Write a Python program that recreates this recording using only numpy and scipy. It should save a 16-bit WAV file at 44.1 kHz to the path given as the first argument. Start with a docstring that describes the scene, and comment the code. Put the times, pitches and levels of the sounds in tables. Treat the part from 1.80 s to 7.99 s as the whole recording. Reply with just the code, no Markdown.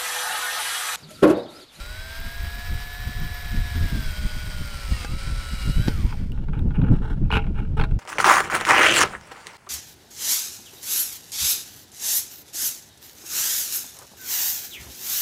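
"""On a patio, one microphone in buffeting wind: a cordless drill bores through a plastic bucket's wall.
Tones locked to the rotor whine, sag as the bit bites and coast to a stop, over coloured gear and brush noise.
The bit breaks through, snags, and squeaks in gliding sines as it is drawn back out.
Then the bucket rolls over gritty concrete, a stream of random grains, and its rim and wire handle clatter
as noise bursts with ringing modes. The wind is low noise swelling in gusts over a quiet yard."""
import sys
import numpy as np
from scipy import signal
from scipy.fft import rfft, irfft
from scipy.io import wavfile
from scipy.ndimage import uniform_filter1d, map_coordinates

SR = 44100
rng = np.random.default_rng(int(sys.argv[2]) if len(sys.argv) > 2 else 0)


def dump(signal):
    """Clip the signal to [-1, 1] and save it as 16-bit WAV at the path in sys.argv[1]."""
    limited = np.clip(np.atleast_2d(signal).T, -1, 1)
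    pcm = np.round(limited * 32767).astype(np.int16)
    wavfile.write(sys.argv[1], SR, pcm)


N = 272979
T = np.arange(N) / SR  # time in seconds

# cycles of the whine, and meetings of the first gear's teeth, per turn of the rotor
SLOTS, MESH_ORDER = 12, 13.1
RELEASE_S = 4.08  # the trigger is let go
# motor speed while the trigger is held, as the pitch of its whine: start_s [s], pitch_hz [Hz]
SPEED = [(0, 1361), (.12, 1482), (.25, 1562), (.55, 1642), (.8, 1689), (1.25, 1728), (1.5, 1713),
         (1.92, 1696), (2.08, 1654), (2.34, 1462), (2.67, 1471), (3.05, 1342), (3.26, 1185), (3.35, 1303),
         (3.47, 1356), (3.88, 1296), (3.97, 1346), (4.08, 1518)]
# resonances of the drill housing: centre_hz [Hz], width_hz [Hz], height_db [dB]
HOUSING = [(1030, 190, 4.5), (1457, 180, 4), (2260, 380, 5), (3280, 480, 5.5), (4870, 1400, 8),
           (9060, 1150, 8)]


def amp(db):
    """Decibels to gain."""
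    return 10 ** (np.asarray(db) / 20)


def unit(x):
    """Scales to an rms of one."""
    return x / np.sqrt(np.mean(x ** 2) + 1e-20)


def follow(table):
    """The columns of a time table, interpolated sample by sample."""
    s, *columns = np.transpose(table)
    return [np.interp(T, s, column) for column in columns]


def colour(x, points, bumps=()):
    """Minimum-phase filter of unit power from a dB spectrum and optional resonances (Hz, width Hz, dB)."""
    size = 8192
    hz = np.fft.rfftfreq(size, 1 / SR)
    point_hz, level_db = np.transpose(points)
    db = np.interp(np.log(hz + 1), np.log(point_hz + 1), level_db)
    for centre, width, height in bumps:
        db = db + height / (1 + (2 * (hz - centre) / width) ** 2)
    log_gain = np.log(amp(np.r_[db, db[-2:0:-1]]))
    # the Hilbert transform of the log gain gives the phase that keeps the filter causal
    response = np.exp(np.conj(signal.hilbert(log_gain)))[:len(hz)]
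    taps = irfft(response)[:size // 2]
    return signal.oaconvolve(x, taps / np.linalg.norm(taps))[:len(x)]


def wander(hz):
    """Smooth random drift of unit rms, holding only rates below hz."""
    slow = np.fft.rfftfreq(N, 1 / SR) < hz
    return unit(irfft(rfft(rng.standard_normal(N)) * slow, N))


def steadied(x, span_s):
    """Evens out the swells of a noise that are longer than the span."""
    power = uniform_filter1d(x ** 2, max(int(span_s * SR), 2))
    return x / np.sqrt(abs(power) + 1e-9)


def add(mix, s, sound):
    """Mixes a sound in at a time in seconds."""
    part = mix[round(s * SR):][:len(sound)]
    part += sound[:len(part)]


def burst(t, t60):
    """A dying spray of tiny contacts: noise that falls 60 dB in t60 seconds."""
    return rng.standard_normal(len(t)) * amp(-60 * t / t60)


def motor_state():
    """Rotor turns, then shares 0-1: speed left while coasting, load read from the sagging pitch, plunge."""
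    free_hz, sag_hz = 1770, 443  # whine with no load, and its drop at full load
    coast_s = .5  # friction stops the rotor in this time
    through_s, plunge_s = 3.23, 0.17  # the bit breaks through; time constant of the drill plunging nearer
    hz = follow(SPEED)[0]
    spin = 1 - np.clip((T - RELEASE_S) / coast_s, 0, 1)
    unsteady = 1 + 0.001033 * wander(43.4)
    turns = np.cumsum(hz * spin * unsteady) / SR / SLOTS
    load = np.clip((free_hz - hz) / sag_hz, 0, 1)
    plunge = 1 - np.exp(-np.maximum(T - through_s, 0) / plunge_s)
    return turns, spin, load, plunge


def tone_levels(spin, load, plunge):
    """Gains of whine, mesh and overtones: load softens, the plunge swells the mesh, cutting hardens it."""
    # how hard the flutes cut, through the wall and then reaming the hole: start_s [s], cut [share 0-1]
    cutting = [(0, 0), (2.0, 0.18), (2.25, 0.42), (3.0, 0.26), (3.23, 1), (3.36, 0.15), (3.55, 0.14),
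               (3.88, 0.98), (4.08, 0.2)]
    cut = follow(cutting)[0]
    stopping = 1 - spin
    # the mesh overtone blooms as it glides through a resonance of the housing
    centre, width, _ = HOUSING[3]
    overtone_hz = 2 * follow(SPEED)[0] * MESH_ORDER / SLOTS
    bloom_db = 8 / (1 + ((overtone_hz - centre) / width) ** 2)
    whine_db = -41.0 - 5.5 * load - 3 * cut - 22 * stopping
    # without torque the teeth meet softly
    mesh_db = -56 - 4 * load + 13 * plunge - 50 * stopping
    overtone_db = -64 + 14 * cut + bloom_db + 2 * wander(12) - 50 * stopping
    return [spin * amp(db) for db in (whine_db, mesh_db, overtone_db)]


def tones(turns, levels, rough=0.09, mesh_rough=0.29):
    """Slot whine, fan and rotor orders, and the rougher mesh of the first gear stage, as sines of rotor angle."""
    # tones of the spinning rotor and its fan: order [cycles per turn], level_db [dB re the whine gain]
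    rotor = [(3, -20), (5, -10), (7, -21), (13, -26), (30, -19.5), (35, -27), (40, -21)]
    whine, mesh, overtone = levels

    def tone(cycles, shake):
        """A sine of unit rms with a random phase and an unsteady level."""
        return np.sqrt(2) * np.sin(2 * np.pi * (cycles + rng.random())) * (1 + shake * wander(50))

    out = whine * amp(-1) * tone(SLOTS * turns, rough)
    for order, db in rotor:
        out += whine * amp(db) * tone(order * turns, rough)
    teeth = MESH_ORDER * turns + 0.039 * wander(140)  # backlash jitters the teeth
    for harmonic, gain in enumerate([mesh * amp(-1), overtone, overtone * amp(-7)], 1):
        out += gain * tone(harmonic * teeth, mesh_rough)
    return out


def rattle(turns, spin, load):
    """Gears and brushes: a roughness that repeats each turn, loose chatter, hiss and a flickering squeal."""
    # noises before the trims below: start_s [s], gear_db [dB], hiss_db [dB], squeal_db [dB]
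    running = [(0, -43.5, -59, -60), (.5, -42, -54, -54), (1.35, -42, -56, -53), (2.2, -40, -54, -54),
               (2.5, -41, -57, -57), (3.05, -41, -57, -59), (3.23, -39.5, -58, -60), (3.29, -46, -61, -63),
               (3.42, -42, -61, -67), (3.7, -41, -56, -86), (4.08, -42, -51.5, -59)]
    # gear rattle spinning freely: pitch_hz [Hz], density_db [dB per Hz]
    free = [(250, -26.5), (500, -12.5), (780, -7.5), (970, -12), (1520, -5), (1970, -6), (2980, -10.5),
            (4120, -14.5), (6390, -18.5), (8830, -19.5), (11000, -38), (15000, -46)]
    # gear rattle under load: pitch_hz [Hz], density_db [dB per Hz]
    loaded = [(250, -6.5), (500, -7.5), (670, -7), (1100, -8.5), (1500, -4.5), (2000, -3.5), (3500, -11.5),
              (4810, -10.5), (6560, -13), (8940, -14), (11000, -26.5), (15000, -25)]
    gear_db, hiss_db, squeal_db = follow(running)

    size = 256  # points of roughness around one turn
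    profile = rng.standard_normal(size)
    worn = unit(map_coordinates(profile, [turns % 1 * size], order=3, mode="grid-wrap"))
    beat = 1 + 0.17 * np.sin(2 * np.pi * turns) + 0.12 * wander(120)
    repeating = amp(-8) * worn * (1 + 0.55 * wander(15))
    chatter = unit(beat * rng.standard_normal(N) + repeating)
    gears = (1 - load) * colour(chatter, free, HOUSING) + load * colour(chatter, loaded, HOUSING)

    hiss = colour(beat * rng.standard_normal(N), [(7000, -51), (10000, 1.5), (13000, 4.5), (15700, -17.0)])
    squeal = colour(rng.standard_normal(N), [(9000, -43), (14300, -23)], [(14300, 1100, 25)])
    squeal = unit(squeal * amp(3 * wander(110)))
    unpowered_db = -4 * np.clip((T - RELEASE_S) / .03, 0, 1)  # no current, fewer sparks
    # each noise dies at its own rate as the rotor slows
    out = spin ** 1.28 * amp(gear_db) * gears
    out += spin ** 1.9 * amp(hiss_db + unpowered_db - 1) * hiss
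    return out + spin ** 1.5 * amp(squeal_db + 1) * squeal


def chopper():
    """The speed controller switches the current and sings at a fixed pitch while the trigger is held."""
    # the switching tones: pitch_hz [Hz], level_db [dB re each other]
    partials = [(3909, 0), (7818, -12), (11727, -25)]
    # level of the whole song: start_s [s], level_db [dB]
    switching = [(0, -48.5), (.4, -52), (2, -51), (2.45, -54.5), (3.2, -57), (3.4, -52.5), (4.07, -46)]
    held = np.clip((RELEASE_S - T) / 0.009, 0, 1)
    song = sum(amp(db) * np.sin(2 * np.pi * hz * T) for hz, db in partials)
    return held * amp(follow(switching)[0]) * unit(song) * (1 + 0.049 * wander(40))


def ring(t, detune=0.0046):
    """The bucket's decaying modes, weighted and slightly bent anew by every place of impact."""
    # the bucket's modes: pitch_hz [Hz], level_db [dB re each other], t60_s [s]
    modes = [(441, 3, 0.19), (646, -10, 0.39), (813, 2, 0.16), (855, -13, 0.03), (950, -5, 0.13),
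             (1133, -6.5, 0.047), (1275, 2, .06), (1419, 6.5, 0.089), (1510, -12, 0.059),
             (1750, -17, 0.088), (2169, 4, 0.038), (2360, -14.5, 0.034), (2350, -19, 0.089),
             (2660, 1, 0.057), (3270, -2.5, 0.069), (10100, -21.5, 0.067), (14800, -34, .06)]
    hz, db, t60 = np.transpose(modes)[:, :, None]
    weight = rng.choice([-1, 1], hz.shape) * rng.uniform(0.18, 1.13, hz.shape)
    bent_hz = hz * (1 + detune * rng.standard_normal(hz.shape))
    partials = weight * amp(db - 60 * t / t60) * np.sin(2 * np.pi * bent_hz * t)
    return partials.sum(0) / np.linalg.norm(amp(db))


def snags():
    """The bit's flutes catch the edge of the hole: the wall snaps, flexes in a low thump and rings."""
    # the catches: start_s [s], level_db [dB], thump_db [dB re level]
    catches = [(3.221, -39, -15), (3.247, -27, 4), (4.076, -26.5, -4), (4.082, -23, 19.5), (4.091, -33, 9)]
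    # colour of the snap: pitch_hz [Hz], density_db [dB per Hz]
    snap_colour = [(200, -25.5), (450, 13), (650, -1), (850, 9), (1100, -13), (1550, 8.5), (2200, -8.5),
                   (3500, -2.5), (5000, -4.5), (7000, -13), (10000, -23), (15000, -28)]
    thump_hz, thump_t60 = 240, 0.015
    out, t = np.zeros(N), T[:SR // 4]
    for s, db, thump_db in catches:
        snap = colour(burst(t, t60=0.031), snap_colour)
        thump = amp(thump_db - 60 * t / thump_t60) * np.sin(2 * np.pi * thump_hz * t)
        add(out, s, amp(db) * (snap + thump + amp(-6) * ring(t)))
    return out


def squeaks(jitter=0.095):
    """The flutes slip on plastic as they slide out of the hole: short, unsteady glides."""
    # the glides: start_s [s], length_s [s], from_hz [Hz], to_hz [Hz], level_db [dB]
    glides = [(4.229, .07, 807, 1090, -46), (4.291, 0.0695, 1144, 842, -44)]
    out = np.zeros(N)
    for s, length, from_hz, to_hz, db in glides:
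        u = np.linspace(0, 1, int(length * SR))
        hz = (from_hz + (to_hz - from_hz) * u) * (1 + jitter * wander(200)[:len(u)])
        add(out, s, amp(db) * np.sin(np.pi * u) * np.sin(2 * np.pi * np.cumsum(hz) / SR))
    return out


def knocks(chips=.35):
    """Rim and handle strike the wall and rebound once: a chattering crack, then the hollow ring."""
    # the blows: start_s [s], level_db [dB], treble_db [dB, a broad lift or cut at 9 kHz]
    blows = [(4.326, -32, -21), (4.576, -41, -20), (4.684, -36.5, -5), (4.733, -33.5, -24),
             (4.79, -39.5, 8), (4.907, -37, 6), (4.944, -46, 2), (5.015, -33.5, -16), (5.083, -37, -5),
             (5.153, -41, 8), (5.228, -39, 1), (5.451, -44.5, -3), (5.504, -23.5, 3), (5.525, -18, 18),
             (5.535, -20, 10), (5.554, -17, 17), (5.568, -14.5, 7), (5.589, -24.5, -6), (5.64, -37, -4),
             (5.667, -34.5, -6), (5.786, -37, 9), (5.979, -30, 6), (5.997, -21.5, 3), (6.012, -19.5, 6),
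             (6.038, -23.5, 19), (6.11, -40, 27)]
    # colour of a blow on the wall: pitch_hz [Hz], density_db [dB per Hz]
    wall = [(150, -22), (450, -2.5), (620, -13), (880, 10), (1150, 2.5), (1500, 8), (1950, -3.5),
            (2450, 1.5), (3150, -12.5), (3700, -12), (6000, -34), (10000, -46), (15000, -38.5)]
    rebound_s, rebound_db = .009, -13.5
    out, t = np.zeros(N), T[:SR // 4]
    for s, db, treble_db in blows:
        # random resonances colour each blow by where it lands
        place = [(hz, hz / 5, 3 * rng.standard_normal()) for hz in rng.uniform(880, 4660, size=6)]
        bumps = [(9000, 8100, treble_db)] + place
        for delay, drop_db in [(0, 0), (rebound_s, rebound_db)]:
            contacts = rng.random(len(t)) < chips  # share of samples in contact
            crack = colour(burst(t, t60=0.044) * contacts / np.sqrt(chips), wall, bumps)
            add(out, s + delay, amp(db + drop_db) * amp(-3) * (crack + ring(t)))
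    return out


def ticks():
    """Small hard contacts, each with one short ring and a spray of noise."""
    # the contacts: start_s [s], level_db [dB], pitch_hz [Hz], t60_s [s]
    contacts = [(3.135, -35, 1880, 0.13), (4.5193, -35.5, 2850, 0.016), (4.793, -40, 3650, 0.013),
                (5.97, -49, 8350, 0.01)]
    out, t = np.zeros(N), T[:SR // 4]
    for s, db, hz, t60 in contacts:
        ping = amp(-60 * t / t60) * np.sin(2 * np.pi * hz * t)
        add(out, s, amp(db) * (ping + 0.31 * burst(t, t60=0.0098)))
    return out


def scraping(sag_db_per_s=20, release_db_per_s=230, bite_s=.004):
    """Gains of grind, rasp and fizz: each scrape bites, sags and lets go, over the light roll of the rim."""
    # scrapes of the rim on concrete, with the handle's rasp on the wall, before rolling()'s trims: start_s [s],
    # length_s [s], level_db [dB], rasp_db [dB re level], fizz_db [dB re level]
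    scrapes = [(4.523, 0.1, -56.5, -15, -6.5), (4.73, 0.012, -40.5, -11, -23),
               (4.94, 0.043, -43.5, -7, -27), (5.034, 0.054, -43, -11, -26), (5.117, 0.07, -47.5, -16, -13),
               (5.214, 0.11, -41, -21, -16.5), (5.513, 0.025, -32.5, 5, -12.5),
               (5.744, 0.058, -42, -9, -19), (5.967, 0.041, -36, -13, -16.5)]
    # the roll sets in with the first scrape
    roll = amp(-64) * np.clip((T - scrapes[0][0]) / bite_s, 0, 1)
    power = np.outer(amp([0, -8, -16]), roll) ** 2
    for s, length, db, rasp_db, fizz_db in scrapes:
        t = np.maximum(T - s, 0)
        falling_db = sag_db_per_s * t + release_db_per_s * np.maximum(t - length, 0)
        stroke = np.minimum(t / bite_s, 1) * amp(db - falling_db)
        power += np.outer(amp([0, rasp_db, fizz_db]), stroke) ** 2
    return np.sqrt(power)


def rolling(grains_per_s=1000):
    """Grit crunches under the rolling rim and the handle rubs the wall; both sound through the bucket."""
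    # colour of the rim grinding on concrete: pitch_hz [Hz], density_db [dB per Hz]
    grit = [(200, 8.5), (450, 12.5), (680, 6), (850, 20.5), (1100, 5), (1400, 16), (1900, 4.5),
            (2650, -35.5), (3100, -12), (3600, -25), (5500, -36), (15000, -55.5)]
    # colour of the grit's fizz: pitch_hz [Hz], density_db [dB per Hz]
    fizz_colour = [(1500, -2.5), (4000, 1.5), (6500, -4.5), (10000, -15), (15000, -21)]
    rasp_hz, rasp_width_hz = 2570, 780  # the handle's rasping resonance as it rubs the wall

    size = amp(1.5 * np.minimum(rng.exponential(1, N), 4)) * rng.choice([-1, 1], N)
    grains = size * (rng.random(N) < grains_per_s / SR)
    grains = steadied(grains, 0.02) * amp(3.5 * wander(45))  # uneven scuffing

    hollow = signal.oaconvolve(grains, ring(T[:SR // 4]))[:N]
    body = unit(colour(grains, grit)) + amp(-5) * unit(hollow)
    edges = [rasp_hz - rasp_width_hz / 2, rasp_hz + rasp_width_hz / 2]
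    rasp = signal.sosfilt(signal.butter(4, edges, "bandpass", fs=SR, output="sos"), grains)
    fizz = colour(signal.oaconvolve(grains, burst(T[:SR // 20], t60=0.017))[:N], fizz_colour)

    grind, rasping, gritty = scraping()
    return amp(1) * (grind * unit(body) + rasping * unit(rasp) + gritty * amp(-2) * unit(fizz))


def wind(flutter_db=-29, flutter_slope=1.82, stiff_breeze_db=-22, core=0.67):
    """Eddies on the microphone: a breeze that flutters more as it grows, and brief gusts, over the quiet yard."""
    # the steady breeze, before its eddies: start_s [s], level_db [dB]
    steady = [(0, -35.5), (1.2, -34.5), (2.3, -27.5), (2.9, -32.5), (3.7, -31.5), (4.1, -24.5),
              (4.52, -25.5), (4.7, -21.5), (6.19, -23.5)]
    # gusts: peak_s [s], length_s [s, at half power], rumble_db [dB], flutter_db [dB re rumble]
    gusts = [(0.403, 0.037, -32, -13), (0.64, 0.073, -27, -13.5), (.928, 0.051, -21, -9.5),
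             (1.275, 0.033, -31, -3.5), (1.414, 0.095, -26.5, -7.5), (1.775, 0.071, -18.5, -13.5),
             (1.968, .04, -19.5, -14), (2.032, 0.046, -20, -4.5), (2.156, 0.075, -26, 1.5),
             (2.284, 0.04, -25, -12), (2.447, 0.043, -21.5, -8.5), (2.805, 0.031, -23, -9),
             (3.115, 0.037, -19, -7.5), (3.339, 0.053, -25, -5), (3.52, 0.098, -24, -10),
             (3.738, 0.022, -21.5, -11.5), (3.884, 0.055, -20.5, -2.5), (3.99, 0.038, -15.5, -8),
             (4.252, 0.055, -19, -9), (4.464, 0.02, -26, -5), (5.131, 0.054, -22, 3),
             (6.006, 0.052, -18, -6), (6.137, 0.029, -15.5, -10)]
    # colours of the low rumble, the flutter and the yard, each: pitch_hz [Hz], density_db [dB per Hz]
    rumble_colour = [(8, -16), (18, 6.5), (30, 0.5), (50, -1.5), (85, -5), (130, -17.5), (200, -41),
                     (400, -88)]
    flutter_colour = [(60, -14), (120, 5.5), (160, 1), (230, -4.5), (320, -13), (450, -22), (700, -33.5),
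                      (1500, -46.5), (4000, -77.5)]
    yard_colour = [(100, -17.5), (500, 2.5), (1300, -15), (2500, -12.5), (5000, -19.5), (10000, -31),
                   (15000, -31.5)]

    breeze_db = follow(steady)[0] + 2 * wander(11)
    rumble_power = amp(breeze_db) ** 2
    flutter_power = amp(flutter_db + flutter_slope * (breeze_db - stiff_breeze_db)) ** 2
    for s, length, db, bright_db in gusts:
        away = (2 * (T - s) / length) ** 2
        rumble_power = rumble_power + .5 ** away * amp(db) ** 2
        # the flutter keeps to the core of the gust
        flutter_power = flutter_power + .5 ** (away / core ** 2) * amp(db + bright_db) ** 2

    rumble = steadied(colour(rng.standard_normal(N), rumble_colour), 0.11) * np.sqrt(rumble_power)
    flutter = steadied(colour(rng.standard_normal(N), flutter_colour), 0.043) * np.sqrt(flutter_power)
    lumps = amp(3 * wander(23))
    yard = amp(-60) * colour(rng.standard_normal(N), yard_colour)
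    return rumble + flutter * lumps + yard


def scene():
    """The drill, the bucket and the wind at one microphone."""
    turns, spin, load, plunge = motor_state()
    drill = tones(turns, tone_levels(spin, load, plunge)) + rattle(turns, spin, load) + chopper()
    bucket = snags() + squeaks() + knocks() + ticks() + rolling()
    return (drill + bucket + wind())[None]


def record(dry):
    """A brief closing fade and the recorder's band limit."""
    edge_hz = 15750
    fade = np.clip((T[-1] - T) / 0.015, 0, 1)
    lowpass = signal.firwin(511, edge_hz, window=("kaiser", 9), fs=SR)
    return signal.oaconvolve(dry * fade, lowpass[None], "same")


dry = scene()
out = record(dry)
dump(out)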